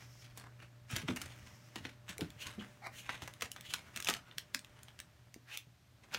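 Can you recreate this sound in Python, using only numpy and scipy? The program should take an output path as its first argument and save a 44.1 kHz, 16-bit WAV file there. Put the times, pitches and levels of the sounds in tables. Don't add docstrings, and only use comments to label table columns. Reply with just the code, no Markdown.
import sys
import numpy as np
from scipy import signal
from scipy.fft import rfft, irfft, next_fast_len
from scipy.io import wavfile
from scipy.ndimage import map_coordinates

SR = 44100
rng = np.random.default_rng(int(sys.argv[2]) if len(sys.argv) > 2 else 0)


def log_audio(samples):
    frames = np.atleast_2d(samples).T
    limited = np.clip(frames, -1, 1)
    pcm = np.round(limited * 32767).astype(np.int16)
    wavfile.write(sys.argv[1], SR, pcm)


N = 272538

# time in seconds, relative level in dB.
PAD_MOVEMENT = [(0, -61.5), (.5, -64), (.8, -66), (1.2, -57), (2.0, -63.5), (2.35, -58), (2.78, -60),
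                (3.25, -60), (4.9, -62), (5.8, -77.5), (6.18, -58)]
# time in seconds, relative levels of the snap and of the scrape in dB,
# width of the scrape in seconds, body (low tones) in dB, brightness (high tones) in dB.
PAW_STROKES = [(0.375, -44.5, -54.5, 0.03, 5, 2), (0.912, -45, -44, 0.027, -2, -4),
               (0.964, -32, -41.5, .034, -6.5, -6.5), (1.0849, -33.5, -44, 0.028, 0, -22.5),
               (1.162, -40.5, -43.5, 0.018, -3, -4.5), (1.2166, -37.5, -50.5, 0.041, -6, -1),
               (1.7584, -39.5, -48.5, 0.017, 2, -10.5), (1.852, -37.5, -53, 0.032, -4.5, -22),
               (2.092, -42.5, -44, 0.016, -16, -7.5), (2.209, -37, -53.5, 0.037, -7, -11.5),
               (2.469, -39.5, -48.5, 0.041, -7, -9.5), (3.093, -31.5, -46, 0.053, 3, -25),
               (3.221, -41.5, -49, 0.016, 4, -11), (3.277, -41, -63, 0.086, 8, -5.5),
               (3.422, -30.5, -49, 0.033, 0, -8), (3.563, -44, -57, 0.026, 7.5, -11),
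               (3.7381, -28.5, -50.5, 0.041, -6.5, -9), (3.962, -36.5, -49.5, 0.028, -6, -8),
               (4.0873, -24.5, -37.5, 0.038, -5, -12), (6.146, -29.5, -48, 0.034, -7, -19)]


def amp(db):
    return 10 ** (np.asarray(db) / 20)


def unit(x):
    return x / np.sqrt(np.mean(x ** 2) + 1e-20)


def along(points, hz):
    freqs, values = np.transpose(points)
    return np.interp(np.log(hz + 1), np.log(freqs + 1), values)


def curves(rows):
    times, *columns = np.transpose(rows)
    return [np.interp(np.arange(N) / SR, times, column) for column in columns]


def wobble(rate, size):
    knots = rng.standard_normal(int(size * rate / SR) + 4)
    return map_coordinates(knots, [np.arange(size) * rate / SR])


def filtered(x, response):
    size = next_fast_len(len(x) + 8192)
    return irfft(rfft(x, size) * response(np.fft.rfftfreq(size, 1 / SR)), size)[:len(x)]


def noise(size, colour):
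    return unit(filtered(rng.standard_normal(size), lambda hz: amp(along(colour, hz))))


def quickest_ring(gain_db):
    cepstrum = irfft(np.log(amp(gain_db)))
    half = len(cepstrum) // 2
    cepstrum[1:half] *= 2
    cepstrum[half + 1:] = 0
    return irfft(np.exp(rfft(cepstrum)))


def add(track, s, sound):
    start = round(s * SR)
    sound = sound[max(-start, 0):max(N - start, 0)]
    track[max(start, 0):][:len(sound)] += sound


def placed(sounds):
    out = np.zeros(N)
    for s, sound in sounds:
        add(out, s - len(sound) / 2 / SR, sound)
    return out


def swell(t, width, skew=1):
    return np.exp(-np.abs(t / (width * np.sqrt(skew) ** np.sign(t))) ** 1.43)


def shaped(sound, envelope):
    return unit(sound * envelope) * np.sqrt(np.mean(envelope ** 2))


def tone(body_db, bright_db, hz):
    return along([(900, body_db), (2200, 0), (3600, 0.017), (8000, bright_db)], hz)


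def spot(hz, spread_db=2.8):
    knots = rng.standard_normal(60)
    return spread_db * np.interp(np.sqrt(hz / hz[-1]), np.linspace(0, 1, len(knots)), knots)


def crinkle(size, rate, spread_db, smooth):
    slipping = rng.random(size) < rate / SR
    slips = slipping * amp(spread_db * np.clip(rng.standard_normal(size), -2, 2))
    flutter = signal.lfilter([1], [1, -np.exp(-1 / (.0008 * SR))], slips)
    return unit(flutter * rng.standard_normal(size)) + smooth * rng.standard_normal(size)


def appliance(hum_hz=120.3, whine_hz=597):
    # time in seconds, relative level in dB.
    hum_levels = [(0.0, -61), (0.5, -59), (3.13, -65), (3.68, -69), (6.18, -71)]
    # time in seconds, level in dB.
    whine_levels = [(0, -81.5), (2.5, -72), (5.2, -80), (5.8, -96)]
    # frequency in Hz, gain in dB.
    air_colour = [(15, -30), (25, -57), (120, 2), (175, -28), (326, -19.5), (531, -29), (591, -18.5),
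                  (887, -25.5), (1650, -25), (4200, -27.5), (5570, -29.5), (10400, -37.5), (14800, -36.5),
                  (16000, -53)]
    t = np.arange(N) / SR
    hum = np.zeros(N)
    for hz, db in [(hum_hz, curves(hum_levels)[0] + 2), (whine_hz, curves(whine_levels)[0])]:
        level = amp(db + 0.19 * wobble(3.6, N))
        hum += level * unit(np.sin(2 * np.pi * hz * t + .1 * wobble(2, N)))
    air = noise(N, air_colour)
    rumble = noise(N, [(25, -21), (75, 1.5), (170, -8), (400, -25), (1500, -69)])
    return hum + amp(-68) * air + amp(-68.5 + 2.3 * wobble(3.1, N)) * rumble


def room(x, wall_delay_s=.005):
    # frequency in Hz, seconds to fade by 60 dB.
    fade_times = [(150, 0.31), (1000, 0.14), (4000, 0.16), (9000, 0.14), (16000, 0.12)]
    echo_colour = [(200, 3), (3000, -2), (14000, -2)]
    out = np.zeros(N)
    hop = SR // 4
    for start in range(0, N, hop):
        hz, t, spectrum = signal.stft(rng.standard_normal(SR // 3), SR, nperseg=256)
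        fade = amp(-60 * t / along(fade_times, hz)[:, None])
        tail = signal.istft(spectrum * fade, SR, nperseg=256)[1]
        tail = filtered(unit(tail) / np.sqrt(len(tail)), lambda f: amp(along(echo_colour, f)))
        add(out, start / SR + wall_delay_s, signal.fftconvolve(x[start:start + hop], tail))
    return out


def bedding():
    # frequency in Hz, gain in dB.
    cloth_colour = [(2000, -29), (4700, -6), (5300, 1.5), (6600, -5), (8000, -13), (10500, -18),
                    (12800, -14), (16000, -21)]
    # time of the peak in seconds, width in seconds, level in dB.
    swishes = [(.1, 0.16, -64.5), (1.55, 0.19, -69.5)]
    t = np.arange(N) / SR
    envelope = sum(amp(db) * swell(t - s, width) for s, width, db in swishes)
    return noise(N, cloth_colour) * amp(4.1 * wobble(24.46, N)) * envelope


def paper_pads():
    # frequency in Hz, gain in dB.
    paper_colour = [(150, 15.5), (400, 5.5), (900, 3.5), (1800, 4.5), (3000, -2.5), (4500, -11.5),
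                    (5800, -7.5), (8000, -12.5), (11000, -18), (16000, -17.5)]
    db, = curves(PAD_MOVEMENT)
    slips = crinkle(N, rate=230, spread_db=14.5, smooth=2.37)
    paper = unit(filtered(slips, lambda hz: amp(along(paper_colour, hz))))
    low = filtered(paper, lambda hz: 1 / (1 + (hz / 2200) ** 4))
    high = paper - low
    return amp(db - 3.5) * (low * amp(0.76 * wobble(37, N)) + high * amp(3.5 * wobble(6, N)))


def footfalls(weight_hz=253.2, weight_fade_s=.11, patter_hz=96, patter_fade_s=.13, steps_per_s=6):
    rows = [(s, scrape_db - 6.5, weight_hz * np.exp(rng.normal(0, 0.159)), weight_fade_s)
            for s, _, scrape_db, *_ in PAW_STROKES]
    beats = np.arange(0, N / SR, 1 / steps_per_s)
    for s in beats + rng.random(len(beats)) / steps_per_s:
        db = np.interp(s, *np.transpose(PAD_MOVEMENT)) + rng.normal(2, 3)
        rows.append((s, db, patter_hz * np.exp(rng.normal(0, .4)), patter_fade_s))
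    return rows


def bumps():
    # start in seconds, relative level in dB, rough pitch in Hz,
    # seconds to fade by 60 dB.
    body_bumps = [(.931, -35, 104, 0.096), (1.034, -39.5, 167, 0.085), (1.087, -34.5, 279.5, 0.15),
                  (1.76, -49, 241, 0.19), (1.851, -44, 288, 0.055), (2.188, -46, 459, 0.11),
                  (2.214, -32, 296, 0.044), (2.22, -34, 177, 0.059), (2.46, -49, 90, 0.13),
                  (2.577, -43, 227, .15), (3.222, -41.5, 139.3, 0.051), (3.421, -42, 494, 0.043),
                  (4.548, -46.5, 273, 0.057), (5.362, -34.5, 247, 0.01), (5.669, -49.5, 137, 0.03)]
    out = np.zeros(N)
    t = np.arange(SR // 4) / SR
    sag = 0.873 + .2 * np.exp(-t / 0.01)
    attack = 1 - np.exp(-t / 0.0025)
    for s, db, hz, fade_s in body_bumps + footfalls():
        note = np.sin(2 * np.pi * hz * np.cumsum(sag) / SR)
        puff = noise(len(t), [(30, -20), (hz / 2, -3), (hz, 0), (hz * 2, -14), (4000, -60)])
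        add(out, s, shaped(note + 0.68 * puff, amp(db + 4 - 60 * t / fade_s) * attack))
    return out


def sniffs():
    # time of the peak in seconds, width in seconds, level in dB,
    # ring of the narrowed nostrils in Hz, airy treble in dB.
    breaths = [(2.422, 0.026, -46, 2810, 0.5), (2.61, 0.018, -52.5, 3000, -10),
               (2.985, 0.052, -52, 2830, 4.5), (3.682, .038, -49, 3030, 0), (5.544, 0.04, -47, 2680, -2)]
    # frequency in Hz, gain in dB.
    nose_colour = [(300, -24), (1000, -19.5), (1900, -12.5), (2350, -7), (2800, 1), (3400, -7),
                   (4400, -13.5), (5100, -19.5), (6400, -12), (7800, -19.5), (11000, -23), (16000, -27.5)]
    out = np.zeros(N)
    t = np.arange(-SR // 4, SR // 4) / SR
    nose_hz = max(nose_colour, key=lambda point: point[1])[0]
    pinch = np.interp(t, [-.06, -.015], [0, 1])
    for s, width, db, hz, airy_db in breaths:
        hiss = np.zeros(len(t))
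        for peak_hz, share in [(0.66 * hz, 1 - pinch), (hz, pinch)]:
            nose = lambda f: amp(along(nose_colour, f * nose_hz / peak_hz) + tone(0, airy_db, f))
            hiss += np.sqrt(share) * unit(filtered(rng.standard_normal(len(t)), nose))
        add(out, s + t[0], shaped(hiss * amp(3 * wobble(58.2, len(t))), amp(db) * swell(t, width)))
    return out


def yelp():
    # time in seconds, level in dB, pitch in Hz.
    course = [(2.812, -79, 800), (2.822, -57.5, 798), (2.838, -51, 797), (2.861, -48.5, 823),
              (2.871, -35, 803), (2.876, -63, 780), (2.9, -70, 770)]
    # frequency in Hz, width in Hz, gain in dB.
    resonances = [(802, 210, 0), (1320, 220, -3), (2080, 380, -2), (2380, 200, -5), (4050, 600, -14)]
    rasp_colour = [(200, -4), (560, 6.5), (850, 0.5), (1300, 2.5), (4500, 1), (12000, -2)]
    db, pitch = curves(course)
    phase = 2 * np.pi * np.cumsum(pitch * (1 + 0.068 * wobble(250, N))) / SR
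    throat = lambda f: sum((-1) ** k * amp(gain) * 1j * f * width / (hz * hz - f * f + 1j * f * width)
                           for k, (hz, width, gain) in enumerate(resonances))
    breath = crinkle(N, rate=3800, spread_db=7, smooth=0.72)
    rasp = unit(filtered(breath, lambda f: throat(f) * amp(along(rasp_colour, f))))
    hoarse = np.interp(db, [-56, -48], [.55, .98])
    sounding = db > max(db[0], db[-1])
    return sounding * amp(db) * (hoarse * rasp + np.sqrt(1 - hoarse ** 2) * unit(np.sin(phase)))


def scuff(db, width, centre_hz, bright_db, skew=1):
    # frequency in Hz, gain in dB.
    cardboard = [(120, 6), (400, 0.5), (900, 2), (1300, 4), (1650, 5), (2400, 4.5), (3200, 6), (4700, 5),
                 (6300, 9.5), (8500, 8.5), (10500, 6), (16000, -4)]
    t = np.arange(-SR // 4, SR // 4) / SR
    contact = [(centre_hz / 4, -5), (centre_hz / 1.33, -1), (centre_hz * 1.06, 0),
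               (min(centre_hz * 1.96, 7000), -9), (8000, bright_db)]
    slips = crinkle(len(t), rate=350, spread_db=6.5, smooth=1)
    rub = unit(filtered(slips, lambda hz: amp(along(cardboard, hz) + along(contact, hz) + spot(hz))))
    return shaped(rub * amp(3.4 * wobble(112, len(t))), amp(db - 1.5) * swell(t, width, skew))


def paws(scrape_lag_s=.009, scrape_hz=2100):
    # time of the peak in seconds, width in seconds,
    # relative level in dB, centre frequency in Hz.
    soft_paws = [(0.023, .035, -58, 2030), (0.245, 0.042, -58.5, 2420), (.44, 0.047, -56.5, 980),
                 (0.626, 0.036, -56, 1710), (1.32, 0.023, -55, 2300), (1.47, 0.067, -59.5, 1890),
                 (2.63, 0.03, -52, 1540), (3.881, 0.065, -61, 1400), (4.28, .05, -60.5, 1400),
                 (4.767, 0.084, -65.5, 1590), (4.888, 0.012, -55, 2340), (6.041, 0.0094, -58.5, 2090),
                 (6.134, 0.018, -47, 1890)]
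    # centre frequency in Hz, brightness in dB.
    brightness = [(1000, -32), (2500, -18)]
    scrapes = [(s + scrape_lag_s, scuff(db, width, scrape_hz, -15 + 0.32 * bright, skew=1.82))
               for s, _, db, width, _, bright in PAW_STROKES]
    brushes = [(s, scuff(db, width, hz, along(brightness, hz))) for s, width, db, hz in soft_paws]
    return placed(scrapes + brushes)


def tick(db, body_db, bright_db, drag_rise_s=.026, chatter_fade_s=.011):
    # frequency in Hz, gain in dB.
    claw_colour = [(150, -9.5), (450, 0), (1000, 6.5), (1650, 7.5), (2100, 5), (3300, 7.5), (4700, 2.5),
                   (6200, 6.5), (8500, 5), (11000, -0.5), (16000, -1.5)]
    middle, snap_samples = 1024, round(.003 * SR)
    t = np.arange(-middle, middle) / SR
    hz = np.fft.rfftfreq(len(t), 1 / SR)
    panel = quickest_ring(along(claw_colour, hz) + tone(body_db, bright_db, hz) + spot(hz))
    drag = .02 * amp(60 * t / drag_rise_s) * (t < 0)
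    chatter = .2 * amp(-60 * np.abs(t) / chatter_fade_s) * (t >= 0)
    force = (drag + chatter) * rng.standard_normal(len(t))
    force[middle] = 1
    snap = signal.fftconvolve(force, panel)[:len(t)]
    return amp(db - 1.05) * snap / np.sqrt(np.mean(snap[middle:middle + snap_samples] ** 2))


def claws(second_lag_s=0.004, second_db=-4.5, tap_body_db=-16.5):
    # time in seconds, relative level in dB, brightness in dB.
    light_taps = [(2.1816, -40.5, 1), (2.3041, -49.5, -10), (3.338, -49, -2), (3.41, -41, -11),
                  (3.5172, -38, 7), (3.6098, -45, 1), (3.9739, -36, -6), (4.0028, -37, -2),
                  (4.025, -38.5, -5), (4.0468, -35.5, -4), (4.058, -43, -4), (4.0713, -30.5, -23),
                  (4.0749, -33, -10), (4.0994, -30, -7), (4.139, -32.5, -10), (4.3128, -49.5, -35),
                  (4.383, -31.5, -6.5), (4.547, -27, -5), (4.5925, -45, -4), (4.647, -48.5, -11),
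                  (4.8325, -48.5, 4), (4.9908, -46, -11), (5.0017, -40.5, -4), (5.3425, -46.5, -4),
                  (5.574, -35, -0.5), (6.1409, -39, -4)]
    first = [(s, tick(db, body, bright)) for s, db, _, _, body, bright in PAW_STROKES]
    second = [(s + second_lag_s, tick(db + second_db, body, bright))
              for s, db, _, _, body, bright in PAW_STROKES]
    taps = [(s, tick(db, tap_body_db, bright)) for s, db, bright in light_taps]
    return placed(first + second + taps)


def scene():
    snaps, scrapes, thuds = claws(), paws(), bumps()
    voices = yelp() + sniffs()
    echo = room(amp(-8) * snaps + amp(-7) * scrapes + amp(-12) * thuds + amp(-6) * voices)
    return (snaps + scrapes + thuds + voices + echo + paper_pads() + bedding() + appliance())[None]


def record(dry):
    bass_hz, top_hz = 35, 16000
    microphone = lambda hz: (1j * hz / (bass_hz + 1j * hz)) ** 3 / (1 + (hz / top_hz) ** 200)
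    return np.array([filtered(channel, microphone) for channel in dry])


dry = scene()
out = record(dry)
log_audio(out)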